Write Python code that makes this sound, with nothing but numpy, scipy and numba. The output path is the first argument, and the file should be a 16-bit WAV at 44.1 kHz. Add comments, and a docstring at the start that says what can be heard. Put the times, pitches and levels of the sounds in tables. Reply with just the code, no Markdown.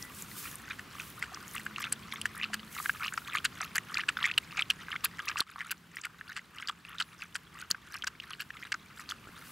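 """First a brief rustle and a thin whistle over a far road's rumble; then a small dog laps water from a cupped
hand in a meadow, close to the microphone. Each lick bursts air pockets, modelled as decaying sines of rising
pitch; snapping spit, a slurp of many small bubbles and smacks ringing the mouth cavity surround them.
Grass and cloth rustle as flickering noise, engine notes hum as wavering sines, thin whistles come and go."""
import sys
import numpy as np
from scipy import signal
from scipy.fft import rfft, irfft, next_fast_len
from scipy.io import wavfile
from scipy.ndimage import uniform_filter1d
from numba import njit

SR = 44100
rng = np.random.default_rng(int(sys.argv[2]) if len(sys.argv) > 2 else 0)


def materialize(psi):
    """Save the field psi as 16-bit PCM at rate SR to the path in sys.argv[1].

    A 1-D psi becomes a single channel; in a 2-D psi each row is a channel.
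    """
    bounded = np.clip(np.atleast_2d(psi).T, -1, 1)
    quanta = np.round(bounded * 32767).astype(np.int16)
    wavfile.write(sys.argv[1], SR, quanta)


N = 419391
T = np.arange(N) / SR


def undb(db):
    """Decibel definition: amplitude gain of a level in dB."""
    return 10 ** (np.asarray(db) / 20)


def level(x, db):
    """Normalisation by effective value: scale to an rms level in dB."""
    return x * undb(db) / np.sqrt(np.mean(x ** 2))


@njit
def bubbles(s, gain, hz, t60, glide, rise_s):
    """Free decay of an air pocket: a sine falls 60 dB in t60 while its pitch climbs as the pocket opens."""
    out = np.zeros(N)
    for k in range(len(s)):
        i, phase, f = int(s[k] * SR), 0., hz[k]
        length = int(t60[k] * SR)
        for j in range(min(length, N - i)):
            phase += 2 * np.pi * min(f * (1 + glide * j / length), .45 * SR) / SR
            onset = 1 - np.exp(-j / (rise_s * SR))
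            out[i + j] += gain[k] * onset * np.exp(-6.9 * j / length) * np.sin(phase)
    return out


def swarm(s, db, hz, late_s, spread, drop_db, cycles, count):
    """Secondary bubbles: each burst is followed by weaker ones scattered in time, pitch and strength."""
    u = rng.random((len(s), count, 3))
    at = s[:, None] + late_s * u[..., 0]
    f = hz[:, None] * np.exp(spread * (2 * u[..., 1] - .6))
    f = np.clip(f, 1150, 15500)
    gain = undb(db[:, None] - drop_db - 6 * u[..., 2])
    return bubbles(at.ravel(), gain.ravel(), f.ravel(), (cycles / f).ravel(), .15, .0002)


def stream(low_hz, span, skew, spread_db, cycles, count, size, glide=.2):
    """Random superposition: bubbles burst in groups of size that share a moment and a strength; rms 1."""
    u = rng.random((count, 4))
    lead = u[np.arange(count) // size * size]  # each group borrows one row of draws
    s = lead[:, 0] * T[-1] + .0015 * u[:, 0]
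    hz = low_hz * np.exp(span * u[:, 1] ** skew)
    gain = undb(-spread_db * np.log(.03 + lead[:, 2]))
    t60 = cycles * (.4 + u[:, 3]) / hz
    return level(bubbles(s, gain, hz, t60, glide, .0003), 0)


def swells(s, length, db, rise=1.):
    """Amplitude envelope: bells of given width at half height; rise is rising over falling flank."""
    out = np.zeros(N)
    for at, n, d in np.broadcast(s, length, db):
        near = slice(max(int((at - 2 * n) * SR), 0), int((at + 3 * n) * SR))
        late = T[near] - at + n / 2 * (1 - rise) / (1 + rise)  # time after the peak
        flank = n * np.where(late < 0, rise, 1)
        out[near] += undb(d) * .5 ** (late * (1 + rise) / flank) ** 2
    return out


def walk(rate):
    """Slow random modulation: levels held 1 / rate s and slewed twice; spread near 1."""
    k = int(SR / rate)
    held = np.repeat(rng.standard_normal(N // k + 1), k)
    return 1.523 * uniform_filter1d(uniform_filter1d(held, k), k)[:N]


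def along(table, hz):
    """Spectral interpolation: read a table over log frequency."""
    f, v = np.transpose(table)
    return np.interp(np.log(hz + 1), np.log(f), v)


# coherence of the diffuse field: (frequency [Hz], left-right correlation [1])
LIKENESS = [(30, 0.83), (150, 0.97), (400, 0.83), (3000, 0.84)]


def hiss(colour):
    """Spectral shaping of noise: independent mid and side set the left-right correlation; overall rms 1."""
    size = next_fast_len(N)
    hz = np.arange(size // 2 + 1) * SR / size
    likeness = np.clip(along(LIKENESS, hz), 0, 1)
    mid, side = (rfft(rng.standard_normal(size)) * undb(along(colour, hz)) for _ in range(2))
    mid = irfft(mid * np.sqrt(1 + likeness), size)[:N]
    side = irfft(side * np.sqrt(1 - likeness), size)[:N]
    return level(np.array([mid + side, mid - side]), 0)


# the background level, as if turned down by a recorder's gain control, drops suddenly at 5.4 s
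# and creeps back: (time [s], level offset [dB])
BACKGROUND = [(0, -4), (5.40, -7), (5.425, -20), (5.52, -13), (8.8, -11), (9.51, -7.5)]


def background_db():
    """Level contour: piecewise-linear offset in dB, one value per sample."""
    return np.interp(T, *np.transpose(BACKGROUND))


# the loudest air pockets burst by the tongue: (time [s], level [dB], starting pitch [Hz])
POPS = [(0.7077, -23, 2410), (0.7118, -20.5, 2380), (0.7931, -24.5, 1750), (0.9988, -19, 2490),
        (1.2253, -15, 2060), (1.2375, -23, 1500), (1.32, -32, 740), (1.372, -30, 1150),
        (1.6642, -18.5, 1570), (1.761, -17.5, 2700), (1.7828, -24, 1270), (1.8282, -22, 2050),
        (1.841, -15.5, 2660), (2.1237, -20.5, 2180), (2.1354, -28, 1100), (2.2148, -17, 2980),
        (2.2559, -12.5, 1710), (2.3993, -22, 1950), (2.4324, -13, 2880), (2.4411, -11.5, 2630),
        (2.5, -34, 700), (2.5417, -18.5, 1730), (2.595, -27, 3000), (2.765, -26, 1280), (2.785, -22, 2300),
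        (2.8004, -21, 1210), (2.8588, -13.5, 1600), (2.8948, -8.5, 1570), (3.024, -21, 1440),
        (3.0325, -18, 2520), (3.0467, -17, 2600), (3.0624, -19, 2800), (3.0808, -15.5, 2780),
        (3.1241, -24, 1470), (3.14, -23, 1610), (3.177, -14.5, 1320), (3.3336, -20, 2430),
        (3.351, -15, 2100), (3.371, -14.5, 2390), (3.3847, -15, 3010), (3.4545, -16, 2490),
        (3.4572, -10, 3990), (3.608, -23, 1220), (3.6125, -31, 744), (3.756, -22, 4500),
        (3.7595, -19, 1560), (3.7667, -18, 1650), (3.7812, -10, 1890), (3.9438, -11, 4600),
        (3.9715, -9.5, 2480), (3.9951, -16, 1840), (4.0058, -17, 2940), (4.0141, -22, 2520),
        (4.0356, -23, 1660), (4.0886, -5.5, 2620), (4.0984, -23, 1310), (4.17, -18, 1460),
        (4.1712, -20, 3400), (4.2284, -13.5, 3170), (4.2413, -11, 1900), (4.2503, -17, 2200),
        (4.255, -10, 2140), (4.276, -24, 2500), (4.283, -24, 2400), (4.3, -20, 1870), (4.3136, -13.5, 2580),
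        (4.339, -25, 2900), (4.3783, -3.5, 2860), (4.383, -10, 2770), (4.5707, -20.5, 2370),
        (4.5848, -31, 780), (4.5931, -8, 2440), (4.6065, -17, 2350), (4.622, -9, 3120), (4.702, -3.5, 3060),
        (4.7085, -11.5, 2720), (4.884, -22.5, 1570), (4.956, -21.5, 1440), (4.9166, -21, 2760),
        (4.9615, -16, 2090), (5.0417, -20, 3570), (5.0462, -10, 4340), (5.0557, -13, 2540),
        (5.1913, -24, 1830), (5.2826, -13.5, 2580), (5.3141, -24, 2610), (5.3581, -22, 1160),
        (5.3703, -17, 2540), (5.395, -19, 1430), (5.4045, -3, 4160), (5.4157, -24, 1140),
        (5.5593, -26, 1160), (5.6066, -19.5, 2000), (5.6143, -22, 1740), (5.696, -28, 2710),
        (5.717, -19.5, 2500), (5.7244, -24, 1520), (5.9689, -21.5, 1920), (5.9856, -28, 2240),
        (6.0493, -19.5, 2170), (6.056, -25, 1600), (6.067, -29, 1350), (6.2111, -26, 1720),
        (6.3189, -28, 1810), (6.3647, -24, 2600), (6.3925, -28, 1960), (6.5848, -23.5, 2900),
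        (6.6247, -23, 2150), (6.674, -15.5, 4710), (6.6857, -19, 3380), (6.696, -14.5, 3220),
        (6.6966, -19, 1210), (6.8502, -29, 2610), (6.984, -19, 3600), (7.004, -11.5, 3030),
        (7.0124, -22.5, 1310), (7.0227, -15.5, 4070), (7.2212, -20, 2520), (7.3551, -20, 1480),
        (7.7119, -5.5, 4420), (7.7463, -24, 1500), (7.9555, -26, 1520), (8.0225, -18, 3170),
        (8.038, -22.5, 1570), (8.042, -20, 1510), (8.069, -24, 3280), (8.074, -16, 1540),
        (8.2002, -20, 2830), (8.3078, -29, 1310), (8.3338, -21, 2900), (8.4053, -18, 2740),
        (8.5046, -23.5, 1740), (8.7225, -19, 1600), (8.7262, -18, 2150), (8.7412, -23, 1400),
        (8.7445, -19, 1500), (9.0912, -18, 4310), (9.1106, -17, 3290), (9.1202, -24, 1390)]


def pops():
    """Bubble resonance: pockets crack open and ring a few cycles, with a ragged spray and a bright edge."""
    s, db, hz = np.transpose(POPS)
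    ring = bubbles(s, undb(db), hz, 20 / hz, .08, .00045)
    crack = bubbles(s, undb(db - 9.), 1.3 * hz, 6.5 / hz, .3, .00015)
    spray = swarm(s, db, hz, .006, .4, 10., 16., count=3)
    edge = swarm(s, db, 3 * hz, .002, .4, 22., 22., count=2)
    return ring + crack + spray + edge


DIP_S, SCOOP_S = .045, .055  # widths at half height
DIP_FIZZ_DB = -11  # fizz relative to gurgle
DRIPS_DB = -52.5  # before the background contour
# every lick, the tongue dips in, scoops, and the mouth smacks shut:
# (dip time [s], dip level [dB], scoop time [s], scoop level [dB], scoop fizz above gurgle [dB],
#  smack time [s], smack width at half height [s], smack level [dB], smack fizz above gurgle [dB])
LICKS = [(0.467, -46, 0.702, -43, -13, 0.793, .012, -47, -9),
         (0.933, -50, 1.008, -46, -6, 1.233, .03, -43, -12),
         (1.338, -49, 1.575, -39, -16, 1.664, .012, -48, -9),
         (1.803, -39, 1.847, -42, -12, 1.928, .014, -36, -4),
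         (2.08, -55, 2.147, -41.5, -8.5, 2.26, .012, -39, 0),
         (2.36, -52, 2.428, -41, -25, 2.541, .017, -33, -5),
         (2.775, -39, 2.863, -46, -11, 2.897, .014, -46, -6),
         (2.964, -47.5, 3.044, -36.5, -11, 3.18, .014, -42, -6),
         (3.282, -44.5, 3.356, -37.5, -9.5, 3.454, .016, -30, -5.5),
         (3.553, -47, 3.623, -35, -14, 3.758, .013, -29, -6),
         (3.904, -47, 3.975, -36, -15, 4.091, .012, -29, -14),
         (4.2, -43, 4.26, -35, -17, 4.381, .008, -28, -9),
         (4.52, -50, 4.59, -39, -11.5, 4.708, .017, -35, -8.5),
         (4.82, -48, 4.92, -40, -17, 5.049, .018, -31, -10),
         (5.197, -41, 5.292, -38, -12, 5.39, .035, -36, -10),
         (5.505, -49, 5.6, -45, -10, 5.715, .013, -33, -5),
         (5.67, -49, 5.971, -49.5, -7.5, 6.048, .022, -40, -16),
         (6.2, -56, 6.304, -47, -9, 6.372, .02, -38, -16),
         (6.571, -49, 6.622, -45.5, -18, 6.692, .018, -36, -12),
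         (6.877, -54, 6.938, -47, -13, 7.006, .025, -34, -14),
         (7.13, -58, 7.223, -48, -9, 7.358, .011, -31, -11),
         (7.55, -56, 7.612, -48, -9, 7.71, .014, -37, -4),
         (7.863, -53, 7.954, -44, -5, 8.074, .012, -36, -4),
         (8.245, -53, 8.318, -46, -8, 8.409, .022, -38, -6),
         (8.56, -48, 8.643, -47, -8, 8.723, .009, -33, -7), (8.906, -56, 9, -47, -5, 9.104, .03, -41, -5),
         (9.28, -53, 9.38, -53, -8, 9.46, .06, -55, -10)]


def slurp():
    """Bubble-cloud superposition: strokes swell with gurgle, far-gliding bubbles and fizz; drips between."""
    dip_s, dip_db, scoop_s, scoop_db, scoop_fizz_db = np.transpose(LICKS)[:5]
    dip = swells(dip_s, DIP_S, dip_db)
    gurgle_gain = dip + swells(scoop_s, SCOOP_S, scoop_db)
    fizz_gain = undb(DIP_FIZZ_DB) * dip + swells(scoop_s, SCOOP_S, scoop_db + scoop_fizz_db)
    gurgle = stream(1120., 1.25, 1.05, 4.4, 30., count=4500, size=2)
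    gurgle += undb(-7) * stream(1200., .9, 1.1, 4.5, 60., count=500, size=1, glide=1.1)
    fizz = stream(4000., 1.3, .95, 4.6, 30., count=6000, size=3)
    drips = stream(1124., 2.555, 1.207, 2.7, 40., count=1500, size=2)
    return gurgle_gain * gurgle + fizz_gain * fizz + undb(background_db() + DRIPS_DB) * drips


def crackle(per_s, spread_db):
    """Impulsive shot noise: single clicks at random moments, most of them small; rms 1."""
    u = rng.random((N, 3))
    clicks = (u[:, 0] < per_s / SR) * np.sign(u[:, 1] - .5)
    return level(clicks * undb(-spread_db * np.log(.03 + u[:, 2])), 0)


# cavity of the closing mouth: (resonance [Hz], width of each filter pass [Hz], level [dB])
MOUTH = [(1600, 500, 0), (2800, 700, -4), (4600, 800, -9), (7600, 1500, -15)]


def mouth(x):
    """Cavity resonance: parallel modes, each filtered twice, ring briefly at every click; rms 1."""
    out = np.zeros(N)
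    for hz, width, db in MOUTH:
        b, a = signal.iirpeak(hz, hz / width, SR)
        out += undb(db) * signal.lfilter(b, a, signal.lfilter(b, a, x))
    return level(out, 0)


SMACK_RISE, FIZZ_SHARE = .3, .6  # rise over fall; fizz width over smack width
PLOP_HZ, PLOP_DB = 690, -12  # low pocket of the closing mouth; level relative to the smack


def smacks():
    """Impulse excitation of a cavity: tearing spit rings the mouth, with gurgle, fizz and a low pocket."""
    s, length, db, fizz_db = np.transpose(LICKS)[5:]
    wet = mouth(crackle(600., 4.5))
    wet = wet + undb(-7) * stream(1150., 1.1, 1.2, 3.5, 18., count=7000, size=1)
    fizz = stream(4000., 1.3, .9, 4., 28., count=16000, size=4)
    plop = bubbles(s, undb(db + PLOP_DB), PLOP_HZ + 0 * s, .024 + 0 * s, .08, .0004)
    wet_gain = swells(s, length, db, SMACK_RISE)
    fizz_gain = swells(s, FIZZ_SHARE * length, db + fizz_db, SMACK_RISE)
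    return wet_gain * wet + fizz_gain * fizz + plop


# the loudest spit films that snap at the lips: (time [s], level [dB], starting pitch [Hz])
TICKS = [(0.025, -24.5, 5700), (1.102, -31, 11500), (1.193, -29, 11000), (1.3447, -28, 5450),
         (1.536, -28, 10500), (1.5518, -23, 9100), (1.8, -27, 11500), (1.821, -28, 7600), (1.925, -6, 8300),
         (2.136, -28, 10500), (2.2144, -22, 7660), (2.2557, -24, 7030), (2.354, -30, 11500),
         (2.378, -27, 9500), (2.5416, -22, 9700), (3.1364, -24.5, 7400), (3.4466, -18.5, 9300),
         (3.4514, -18, 6600), (3.6153, -24, 5600), (3.755, -19, 13500), (3.7661, -21, 8000),
         (3.7808, -20, 7100), (4.2552, -27, 5400), (4.261, -26.5, 7200), (4.38, -18, 9050),
         (4.5716, -29, 5080), (4.702, -18, 8010), (5.045, -10, 11800), (5.0487, -9, 11200),
         (5.256, -28, 12000), (5.2865, -20, 4800), (5.3868, -24, 6230), (5.405, -17, 10500),
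         (5.7114, -14, 11700), (5.7168, -18, 12400), (6.0526, -26.5, 8700), (6.0138, -32, 6000),
         (6.893, -35, 10000), (7.3455, -32, 6000), (7.3538, -30, 8500), (7.3597, -30, 8000),
         (7.7031, -21, 9400), (7.7117, -13, 5020), (7.712, -19, 13000), (8.042, -28, 6000),
         (8.0734, -21, 4900), (8.4083, -25, 12390), (8.7225, -24, 4500), (8.7415, -28, 4800)]


def ticks():
    """Film rupture: spit snaps as short clusters of very small bubbles, closely spaced in pitch."""
    s, db, hz = np.transpose(TICKS)
    snap = bubbles(s, undb(db), hz, 18 / hz, .018, .0001)
    return snap + swarm(s, db, hz, .003, .3, 2., 26., count=7)


# thumps of muzzle on palm: (time [s], level [dB], pitch [Hz])
THUMPS = [(5.406, -22.5, 302), (7.711, -26.5, 305), (9.272, -32, 250), (9.292, -34, 250)]


def thumps():
    """Heavily damped impact: the muzzle knocks the palm with one short dull push."""
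    s, db, hz = np.transpose(THUMPS)
    return bubbles(s, undb(db), hz, np.full(len(s), .005), 0., .00024)


# thin whistles, perhaps the dog's nose; the level is before flutter, the pitch before jitter:
# (start [s], end [s], first pitch [Hz], middle pitch [Hz], last pitch [Hz], level [dB])
WHISTLES = [(0, .1, 1955, 1985, 2010, -53), (4.73, 4.82, 10050, 9750, 9300, -70),
            (7.03, 7.15, 9650, 10050, 9200, -68), (9.43, 9.49, 9500, 9750, 9900, -62),
            (9.43, 9.51, 14500, 14600, 14500, -65)]


def whistles():
    """Frequency modulation: thin tones glide along parabolas, with small flutter in level and pitch."""
    out = np.zeros(N)
    for start, end, first_hz, mid_hz, last_hz, db in WHISTLES:
        at = np.clip((T - start) / (end - start), 0, 1)
        hz = np.polyval(np.polyfit([0, .5, 1], [first_hz, mid_hz, last_hz], 2), at)
        on = np.clip(8 * np.minimum(at, 1 - at), 0, 1)
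        jitter = .004 * min(first_hz, 3000) / hz * walk(40)
        phase = 2 * np.pi * np.cumsum(hz * (1 + jitter)) / SR
        out += on * undb(db + 2.5 * walk(40)) * np.sin(phase)
    return out


RUSTLE_BED_DB = -62  # before the background contour
# spectrum of the rubbing: (frequency [Hz], relative density [dB per Hz])
RUSTLE_COLOUR = [(900, -30), (1500, -8), (3000, -4), (7500, -2), (11000, 1), (15800, -1)]
# grass and cloth rustling: (centre [s], width at half height [s], envelope level [dB])
RUSTLES = [(0.0, .1, -48), (0.18, .08, -46), (0.43, .2, -46), (1.03, .2, -56), (1.55, .2, -55),
           (2.83, .15, -46), (3.1, .4, -57), (9.5, .2, -60)]


def rustle():
    """Friction noise: blades and cloth rub as an unevenly flickering hiss with fine crackle."""
    flicker = 1.2 * walk(60) + 1.6 * walk(17)  # in dB
    gain = swells(*np.transpose(RUSTLES)) + undb(RUSTLE_BED_DB + background_db())
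    snaps = stream(6000., .9, .9, 5., 22., count=900, size=6)
    return (hiss(RUSTLE_COLOUR) * undb(flicker) + undb(-9) * snaps) * gain


AIR_DB = -46  # before the background contour and the slow drift
# spectrum of meadow air and far road: (frequency [Hz], relative density [dB per Hz])
MEADOW = [(20, -54), (45, -8), (70, -3), (175, -0.5), (400, -10), (620, -17.5), (850, -15), (1100, -8),
          (1500, -10.5), (3000, -15), (6000, -24.5), (15800, -33.5)]
# far engine notes: (start [s], end [s], mean pitch [Hz], level before flutter [dB])
HUMS = [(0.095, .45, 214.6, -58), (1.5, 2.765, 214.2, -56), (3.3, 5.297, 170.7, -64),
        (5.5, 7.8, 170.7, -65)]


def surroundings():
    """Diffuse background noise: meadow air and far road as coloured hiss, with wavering engine notes."""
    air = hiss(MEADOW) * undb(AIR_DB + background_db() + .33 * walk(2.43))
    for start, end, hz, db in HUMS:
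        swell = np.clip(np.minimum(T - start, end - T) / .09, 0, 1)
        flutter = 2.5 * walk(12)  # in dB
        phase = 2 * np.pi * np.cumsum(hz * (1 + .008 * walk(7))) / SR
        air = air + swell * undb(db + flutter) * np.sin(phase)
    return air


PALM_HZ = 860  # high-pass corner of the water sounds
LEFT_DB = .3  # the dog's common part is this much stronger at the left


def scene():
    """Stereo phase difference: the dog sits in the middle, slightly out of phase at two microphone ports."""
    # so small a pool radiates little below about a kilohertz
    small_pool = signal.butter(3, PALM_HZ, "high", fs=SR, output="sos")
    water = signal.sosfilt(small_pool, pops() + slurp() + smacks())
    snaps = ticks()
    dog = water + snaps + thumps() + whistles()
    quadrature = signal.hilbert(dog, next_fast_len(N)).imag[:N]
    wide = undb(-21) * quadrature + .07 * snaps  # the lips lie a little to the left
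    return np.array([undb(LEFT_DB) * dog + wide, dog - wide]) + surroundings() + rustle()


TOP_HZ = 15700  # upper band limit


def record(dry):
    """Band limitation: a steep elliptic low-pass cuts the top."""
    return signal.sosfilt(signal.ellip(10, .2, 70, TOP_HZ, fs=SR, output="sos"), dry)


dry = scene()
out = record(dry)
materialize(out)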